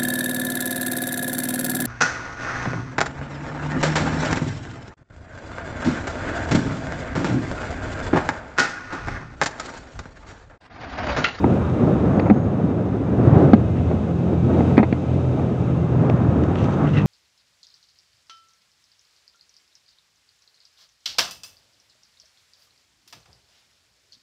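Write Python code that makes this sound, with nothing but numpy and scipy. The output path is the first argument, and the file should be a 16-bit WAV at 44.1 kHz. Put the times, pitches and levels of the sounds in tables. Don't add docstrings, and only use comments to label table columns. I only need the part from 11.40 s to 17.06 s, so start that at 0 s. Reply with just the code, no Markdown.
import sys
import numpy as np
from scipy import signal
from scipy.fft import rfft, irfft, next_fast_len
from scipy.io import wavfile
from scipy.ndimage import map_coordinates

SR = 44100
rng = np.random.default_rng(int(sys.argv[2]) if len(sys.argv) > 2 else 0)


def digitize_waveform(pressure):
    field = np.atleast_2d(pressure).T
    bounded = np.clip(field, -1, 1)
    quanta = np.round(bounded * 32767).astype(np.int16)
    wavfile.write(sys.argv[1], SR, quanta)


N = 249606


def amp(db):
    return 10 ** (np.asarray(db) / 20)


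def unit(x):
    return x / np.sqrt(np.mean(x ** 2) + 1e-20)


def clock():
    return np.arange(N) / SR


def curves(rows):
    seconds, *columns = np.transpose(rows)
    return [np.interp(clock(), seconds, column) for column in columns]


def wobble(rate):
    points = rng.standard_normal(int(N * rate / SR) + 4)
    return map_coordinates(points, [clock() * rate])


def swell(t, rise, fall):
    return np.exp(-.5 * (t / np.where(t < 0, rise, fall)) ** 2)


def strike(t, attack, t60):
    t = np.maximum(t, 0)
    return (1 - np.exp(-t / attack)) * amp(-60 * t / t60)


def filtered(x, response):
    size = next_fast_len(N + SR // 2)
    spectrum = rfft(x, size) * response(np.fft.rfftfreq(size, 1 / SR))
    return irfft(spectrum, size)[:N]


def noise(spectrum, tilt_db=0):
    points_hz, points_db = np.transpose(spectrum)

    def gain(hz):
        level_db = np.interp(np.log(hz + 1), np.log(points_hz), points_db, right=-np.inf)
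        return amp(level_db + tilt_db * np.log2(hz + 1))

    return unit(filtered(rng.standard_normal(N), gain))


def band(hz, width_hz):
    return unit(filtered(rng.standard_normal(N), lambda f: 1 / (1 + (2 * (f - hz) / width_hz) ** 2)))


def sine(hz):
    return np.sqrt(2) * np.sin(2 * np.pi * (np.cumsum(hz) / SR + rng.random()))


def add(track, s, sound):
    part = track[round(s * SR):][:len(sound)]
    part += sound[:len(part)]


# loudest moment in seconds, time to half power in seconds,
# roar level in dB, hiss level in dB.
CAR_PASSES = [(.12, .12, -41.5, -57), (.55, 0.33, -35.5, -57), (1.999, 0.075, -32.5, -49.5),
              (3.25, 0.13, -44, -52), (4.251, 0.083, -52.5, -62), (4.68, .08, -39.5, -66),
              (5.3, 0.39, -34.5, -54)]
# frequency in Hz, relative level in dB per Hz.
ROAR_SPECTRUM = [(100, -39), (400, -14), (800, 5), (1300, 2.5), (1800, -8.5), (2600, -21), (5000, -60)]
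# frequency in Hz, relative level in dB per Hz.
HISS_SPECTRUM = [(600, -26.5), (1700, -11.5), (2550, 3), (3100, 0), (3700, -2), (4300, -8.5), (5600, -10),
                 (6450, -8), (7300, -13), (9000, -19.5), (10300, -29), (12000, -85)]
# pitch in Hz, width in Hz, level in dB against the hiss.
TYRE_WHINES = [(1271, 45, 2), (2078, 35, -8), (2326, 60, -10), (2560, 80, -8), (2730, 45, -13),
               (3720, 140, -12)]
FAR_ROAR_DB, FAR_HISS_DB = -56, -56


def tyres():
    roar_power, hiss_power = amp(FAR_ROAR_DB) ** 2, amp(FAR_HISS_DB) ** 2
    for s, half, roar_db, hiss_db in CAR_PASSES:
        nearness = 1 / (1 + ((clock() - s) / half) ** 2)
        roar_power = roar_power + nearness * amp(roar_db) ** 2
        hiss_power = hiss_power + nearness * amp(hiss_db) ** 2
    roar_flutter = amp(1.5 * wobble(25) + 1.1 * wobble(90))
    roar = np.sqrt(roar_power) * roar_flutter * noise(ROAR_SPECTRUM)
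    whines = sum(amp(db + 2 * wobble(3)) * band(hz, width) for hz, width, db in TYRE_WHINES)
    hiss = np.sqrt(hiss_power) * amp(wobble(1.7)) * (noise(HISS_SPECTRUM) + whines)
    return roar + hiss


# time in seconds, firing rate in Hz,
# then the relative levels in dB of 2, 3 and 4 times that rate.
NEAR_ENGINE = [(0, 29.5, -38, -35, -31), (.9, 33, -38, -29, -30), (1.5, 35.7, -40, -28, -35),
               (2.2, 39.8, -38, -28, -29), (2.45, 41.3, -23, -35, -31), (2.8, 42.4, -28, -25, -25),
               (3.15, 43.5, -22, -22, -25), (3.6, 43.8, -28, -26, -34), (3.88, 42.9, -27, -19, -34),
               (4.05, 42.3, -27, -28, -29), (4.2, 41.8, -30, -21, -25), (4.6, 41.3, -34, -20, -24),
               (4.95, 40, -35, -24, -30)]
ENGINE_DB, ENGINE_FADE_S = -1.5, 0.1


def engine():
    firing_hz, *levels = curves(NEAR_ENGINE)
    firing_hz = firing_hz * (1 + .003 * wobble(14))
    hum = sum(amp(db + 1.5 * wobble(9)) * sine(k * firing_hz) for k, db in enumerate(levels, 2))
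    since_past = np.maximum(clock() - NEAR_ENGINE[-1][0], 0)
    leaving = swell(since_past, ENGINE_FADE_S, ENGINE_FADE_S)
    return amp(ENGINE_DB) * leaving * hum


# time in seconds, firing rate in Hz, level in dB.
SECOND_ENGINE = [(4.7, 44.33, -44.5), (4.95, 46.74, -26.5), (5.3, 47.19, -27), (5.66, 49.84, -20.5)]
# multiple of the firing rate, relative level in dB.
SECOND_ENGINE_HUM = [(2, -5.5), (3, -0.5), (4, -4.5), (6, -13)]


def follower():
    firing_hz, db = curves(SECOND_ENGINE)
    firing_hz = firing_hz * (1 + 0.012 * wobble(11))
    hum = sum(amp(level + 2.3 * wobble(8.1)) * sine(k * firing_hz) for k, level in SECOND_ENGINE_HUM)
    return amp(db) * unit(hum)


# peak in seconds, level in dB, rise width in seconds.
WIND_GUSTS = [(.09, -19, 0.074), (.44, -18.5, 0.055), (.7, -19, 0.25), (1.17, -25, 0.25),
              (1.8, -17.5, 0.069), (1.99, -10, 0.094), (2.525, -19.5, 0.024), (2.9, -24, 0.051),
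              (3.12, -18.5, 0.033), (3.22, -19, 0.099), (3.99, -25, 0.058), (4.63, -19.5, 0.077),
              (4.95, -21.5, 0.22), (5.435, -18.5, 0.02)]
# time in seconds, level in dB.
SLOW_RUMBLE = [(0, -25), (.95, -24), (1.5, -28.5), (2.2, -17), (2.62, -27), (3.15, -27.5), (3.75, -27),
               (4.6, -23.5), (5.66, -24)]
# frequency in Hz, relative level in dB per Hz.
RUMBLE_SPECTRUM = [(20, -41), (42, -26.5), (60, -7), (85, -0.5), (125, 0.5), (170, -3.5), (260, -30.5),
                   (600, -75)]
# frequency in Hz, relative level in dB per Hz.
BUFFET_SPECTRUM = [(50, -16), (110, -5.5), (200, 1.5), (300, -2), (450, -7.5), (720, -14), (1000, -26),
                   (1500, -31.5), (2500, -45.5), (5000, -60.5), (10000, -77.5)]
# start in seconds, level in dB.
WIND_PUFFS = [(0.433, -2), (1.143, -5.5), (1.778, -7), (1.871, 3), (1.924, 5), (1.963, 5), (4.608, -3),
              (4.738, -0.5), (4.885, 1)]
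BREEZE_DB, GUST_FALL = -23.5, 1.35
RUMBLE_GROWS = 0.095


def wind():
    power = amp(BREEZE_DB) ** 2
    for s, db, rise in WIND_GUSTS:
        power = power + (amp(db) * swell(clock() - s, rise, GUST_FALL * rise)) ** 2
    strength_db = 10 * np.log10(power)
    rumble_db = curves(SLOW_RUMBLE)[0] + RUMBLE_GROWS * (strength_db - BREEZE_DB) + 0.44 * wobble(22)
    rumble = amp(rumble_db) * noise(RUMBLE_SPECTRUM)
    buffet = amp(strength_db + 1.17 * wobble(45)) * noise(BUFFET_SPECTRUM)
    out = rumble + buffet
    t = np.arange(SR // 8) / SR
    for s, db in WIND_PUFFS:
        swing_hz = 135 * np.exp(rng.normal(0, 0.1))
        add(out, s, amp(db) * strike(t, 0.0025, 0.061) * np.sin(2 * np.pi * swing_hz * t))
    return out


# multiple of the thump's pitch, relative level in dB,
# share of the thump's ring time.
HOLLOW_BODY = [(1.002, 4, 0.59), (1.242, -9, 0.52), (1.569, -2.5, 0.2), (2.301, -22, 0.055),
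               (3.302, -13.5, 0.38)]
THUMP_RISE_S = 0.0035
THUMP_SHARP, SETTLE_S = 0.53, 0.0027


def thump(t, hz, t60):
    cycles = hz * (t + THUMP_SHARP * SETTLE_S * (1 - np.exp(-t / SETTLE_S)))
    out = np.zeros(len(t))
    for multiple, db, share in HOLLOW_BODY:
        out -= amp(db) * strike(t, THUMP_RISE_S, t60 * share) * np.sin(2 * np.pi * multiple * cycles)
    return out


CLACK_RISE_S, CRACK_T60_S = 0.0015, 0.021


def clack(t, modes, t60, crack):
    ring = sum(amp(db) * np.sin(2 * np.pi * (hz * t + rng.random())) for hz, db in modes)
    burst = crack[rng.integers(N - len(t)):][:len(t)]
    return 0.67 * strike(t, CLACK_RISE_S, t60) * ring + strike(t, CLACK_RISE_S, CRACK_T60_S) * burst


# start in seconds, thump level in dB, thump pitch in Hz, thump ring time (60 dB) in seconds,
# dull clack level in dB, dull clack pitch in Hz, sharp clack level in dB, its extra brightness in dB per octave,
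# share of the strength left in each rebound.
KNOCK_BLOWS = [(.0415, -1, 255, .075, -1, 867, -21, -7, .15), (.7955, -8, 210, .06, -9, 820, -12.5, 3, .15),
               (.858, -20, 230, .05, -9.5, 880, -27, -3, .85),
               (.8992, 6.5, 240, .036, -2, 840, -12.5, -4.5, .35),
               (.9085, 2.5, 210, .11, -12, 800, -23, -1, .1),
               (2.1335, 14.5, 214, .066, 2, 760, -6.5, -.5, .42),
               (2.513, -11, 300, .03, -11, 750, -32, -6, .6), (3.191, -6, 280, .04, -11, 700, -32, -4, .1),
               (3.206, 0, 217, .055, -14, 800, -25, -3, .1), (3.3705, -18, 220, .04, -20, 800, -18, 1, .1),
               (3.3785, 12, 230, .036, 0, 820, -5.5, -3.5, .15),
               (3.3865, -8, 290, .04, -2, 850, -12, -6, .68), (3.3975, -1, 215, .14, -15, 810, -24, -5, .1),
               (3.4298, 1, 300, .045, -5, 880, -12, -2.5, .55),
               (3.5262, 6, 205, .024, -22, 900, -16, 2, .1), (3.995, -16, 280, .03, -12, 750, -34, -6, .4),
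               (4.698, -14, 260, .04, -7, 800, -22, -2, .1), (5.284, -16, 280, .03, -8, 850, -32, -6, .4)]
# frequency in Hz, relative level in dB per Hz.
CRACK_SPECTRUM = [(300, -14), (750, -3), (1150, -7), (1700, -3), (2450, -2), (2950, -17), (4400, -16),
                  (5300, -28), (9000, -45), (14000, -80)]
# multiple of its pitch, relative level in dB.
DULL_MODES = [(.58, -7), (.78, -5), (.93, -2), (1.07, -4), (1.5, -13)]
# pitch in Hz, relative level in dB before brightness.
SHARP_RING = [(1320, -6), (1600, -4.5), (1880, -5), (2080, -1), (2280, -3), (2470, -5.5), (3420, -20),
              (3680, -18), (4220, -19.5), (4500, -21.5)]
DULL_T60_S, SHARP_T60_S = 0.024, 0.017
DULL_CRACK_DB, DULL_TILT_DB = -8.5, -10
SHARP_CRACK_DB, SHARP_TILT_DB = -7, -1.5
SHARP_PIVOT_HZ = 2090
REBOUND_S, REBOUND_SCATTER_S = .0052, .0013
MODE_SCATTER = 0.025


def knocks(count=5):
    out, t = np.zeros(N), np.arange(SR // 4) / SR
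    dull_crack = amp(DULL_CRACK_DB) * noise(CRACK_SPECTRUM, DULL_TILT_DB)
    for s, thump_db, thump_hz, thump_t60, dull_db, dull_hz, sharp_db, bright_db, rebound in KNOCK_BLOWS:
        add(out, s, amp(thump_db) * thump(t, thump_hz, thump_t60))
        sharp_crack = amp(SHARP_CRACK_DB) * noise(CRACK_SPECTRUM, SHARP_TILT_DB + bright_db)
        for k in range(count):
            dull_modes = [(ratio * dull_hz * rng.normal(1, MODE_SCATTER), db) for ratio, db in DULL_MODES]
            sharp_modes = []
            for hz, db in SHARP_RING:
                tilted_db = db + bright_db * np.log2(hz / SHARP_PIVOT_HZ)
                sharp_modes.append((hz * rng.normal(1, MODE_SCATTER), tilted_db))
            delay = k * REBOUND_S + min(k, 1) * REBOUND_SCATTER_S * rng.standard_normal()
            dull = amp(dull_db) * clack(t, dull_modes, DULL_T60_S, dull_crack)
            sharp = amp(sharp_db) * clack(t, sharp_modes, SHARP_T60_S, sharp_crack)
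            add(out, s + delay, rebound ** k * (dull + sharp))
    return signal.sosfilt(signal.butter(3, 5200, fs=SR, output="sos"), out)


# start in seconds, relative level in dB.
DRY_TICKS = [(0.107, -21), (.298, -20), (4.698, -11), (5.037, -14), (5.156, -12.5)]
# frequency in Hz, relative level in dB per Hz.
GRIT_SPECTRUM = [(500, -20), (1400, 6.5), (1950, 4.5), (2300, -0.5), (2800, 3.5), (3500, -2.5),
                 (4800, -15.5), (6100, -13), (6800, -23), (7600, -25), (8400, -35), (11000, -51.5),
                 (14000, -83.5)]
TICK_GAIN_DB, TICK_T60_S, TICK_TILT_DB = -13, 0.012, 1.5


def ticks():
    bursts = sum(amp(db + TICK_GAIN_DB) * strike(clock() - s, 0.00056, TICK_T60_S) for s, db in DRY_TICKS)
    return bursts * noise(GRIT_SPECTRUM, TICK_TILT_DB)


# start in seconds, length in seconds, starting pitch in Hz, level in dB.
THIN_SQUEALS = [(0.67, 0.25, 6400, -68), (0.848, 0.26, 6300, -66)]
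SQUEAL_RISE_HZ_PER_S = 1700


def squeals():
    out = np.zeros(N)
    for s, length, hz, db in THIN_SQUEALS:
        age = np.clip(clock() - s, 0, length)
        arch = np.sqrt(np.abs(np.sin(np.pi * age / length)))
        pitch_hz = hz + SQUEAL_RISE_HZ_PER_S * age + 65 * wobble(400)
        out += arch * amp(db + 3.5 * wobble(130)) * sine(pitch_hz)
    return out


# middle in seconds, level in dB, bell width in seconds, brightness in dB per octave.
GRITTY_SCUFFS = [(2.375, -44, .02, -1.5), (5.2, -41.5, .026, 3), (5.245, -44.5, .02, 7),
                 (5.33, -49, .025, 7), (5.49, -44, .035, 0), (5.578, -32, 0.028, -1)]
# pitch at the middle in Hz, level in dB before brightness lowers it.
ROUGH_RING = [(1950, -3), (2700, -5)]
RING_WOBBLES_PER_S, RING_SAG_HZ_PER_S = 170, 2500


def scuffs():
    t, out = clock(), np.zeros(N)
    for s, db, width, bright_db in GRITTY_SCUFFS:
        sag_hz = RING_SAG_HZ_PER_S * (t - s)
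        ring = np.zeros(N)
        for hz, level in ROUGH_RING:
            ring += amp(level - bright_db) * wobble(RING_WOBBLES_PER_S) * sine(hz - sag_hz)
        out += amp(db) * swell(t - s, width, width) * unit(noise(GRIT_SPECTRUM, bright_db) + ring)
    grain = unit(amp(2.6 * wobble(350) + 1.4 * wobble(70)))
    return out * grain


def scene():
    cars = tyres() + engine() + follower() + squeals()
    nearby = wind() + knocks() + ticks() + scuffs()
    return (cars + nearby)[None]


def gain_control(x, threshold_db, depth, release_db):
    peak = np.minimum(np.abs(x), .92)
    over_db = np.maximum(20 * np.log10(peak + 1e-9) - threshold_db, 0)
    ramp = release_db * clock()
    cut_db = np.maximum.accumulate(depth * over_db + ramp) - ramp
    lag = np.exp(-1 / (0.025 * SR))
    return x * amp(-signal.lfilter([1 - lag], [1, -lag], cut_db))


TOP_HZ = 15650


def record(dry):
    x = signal.sosfilt(signal.butter(3, 55, "high", fs=SR, output="sos"), dry[0])
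    x = gain_control(x, threshold_db=-1.29, depth=5.0, release_db=9)
    x = x / (1 + np.abs(x) ** 12) ** (1 / 12)
    return filtered(x, lambda hz: hz < TOP_HZ)[None]


dry = scene()
out = record(dry)
digitize_waveform(out)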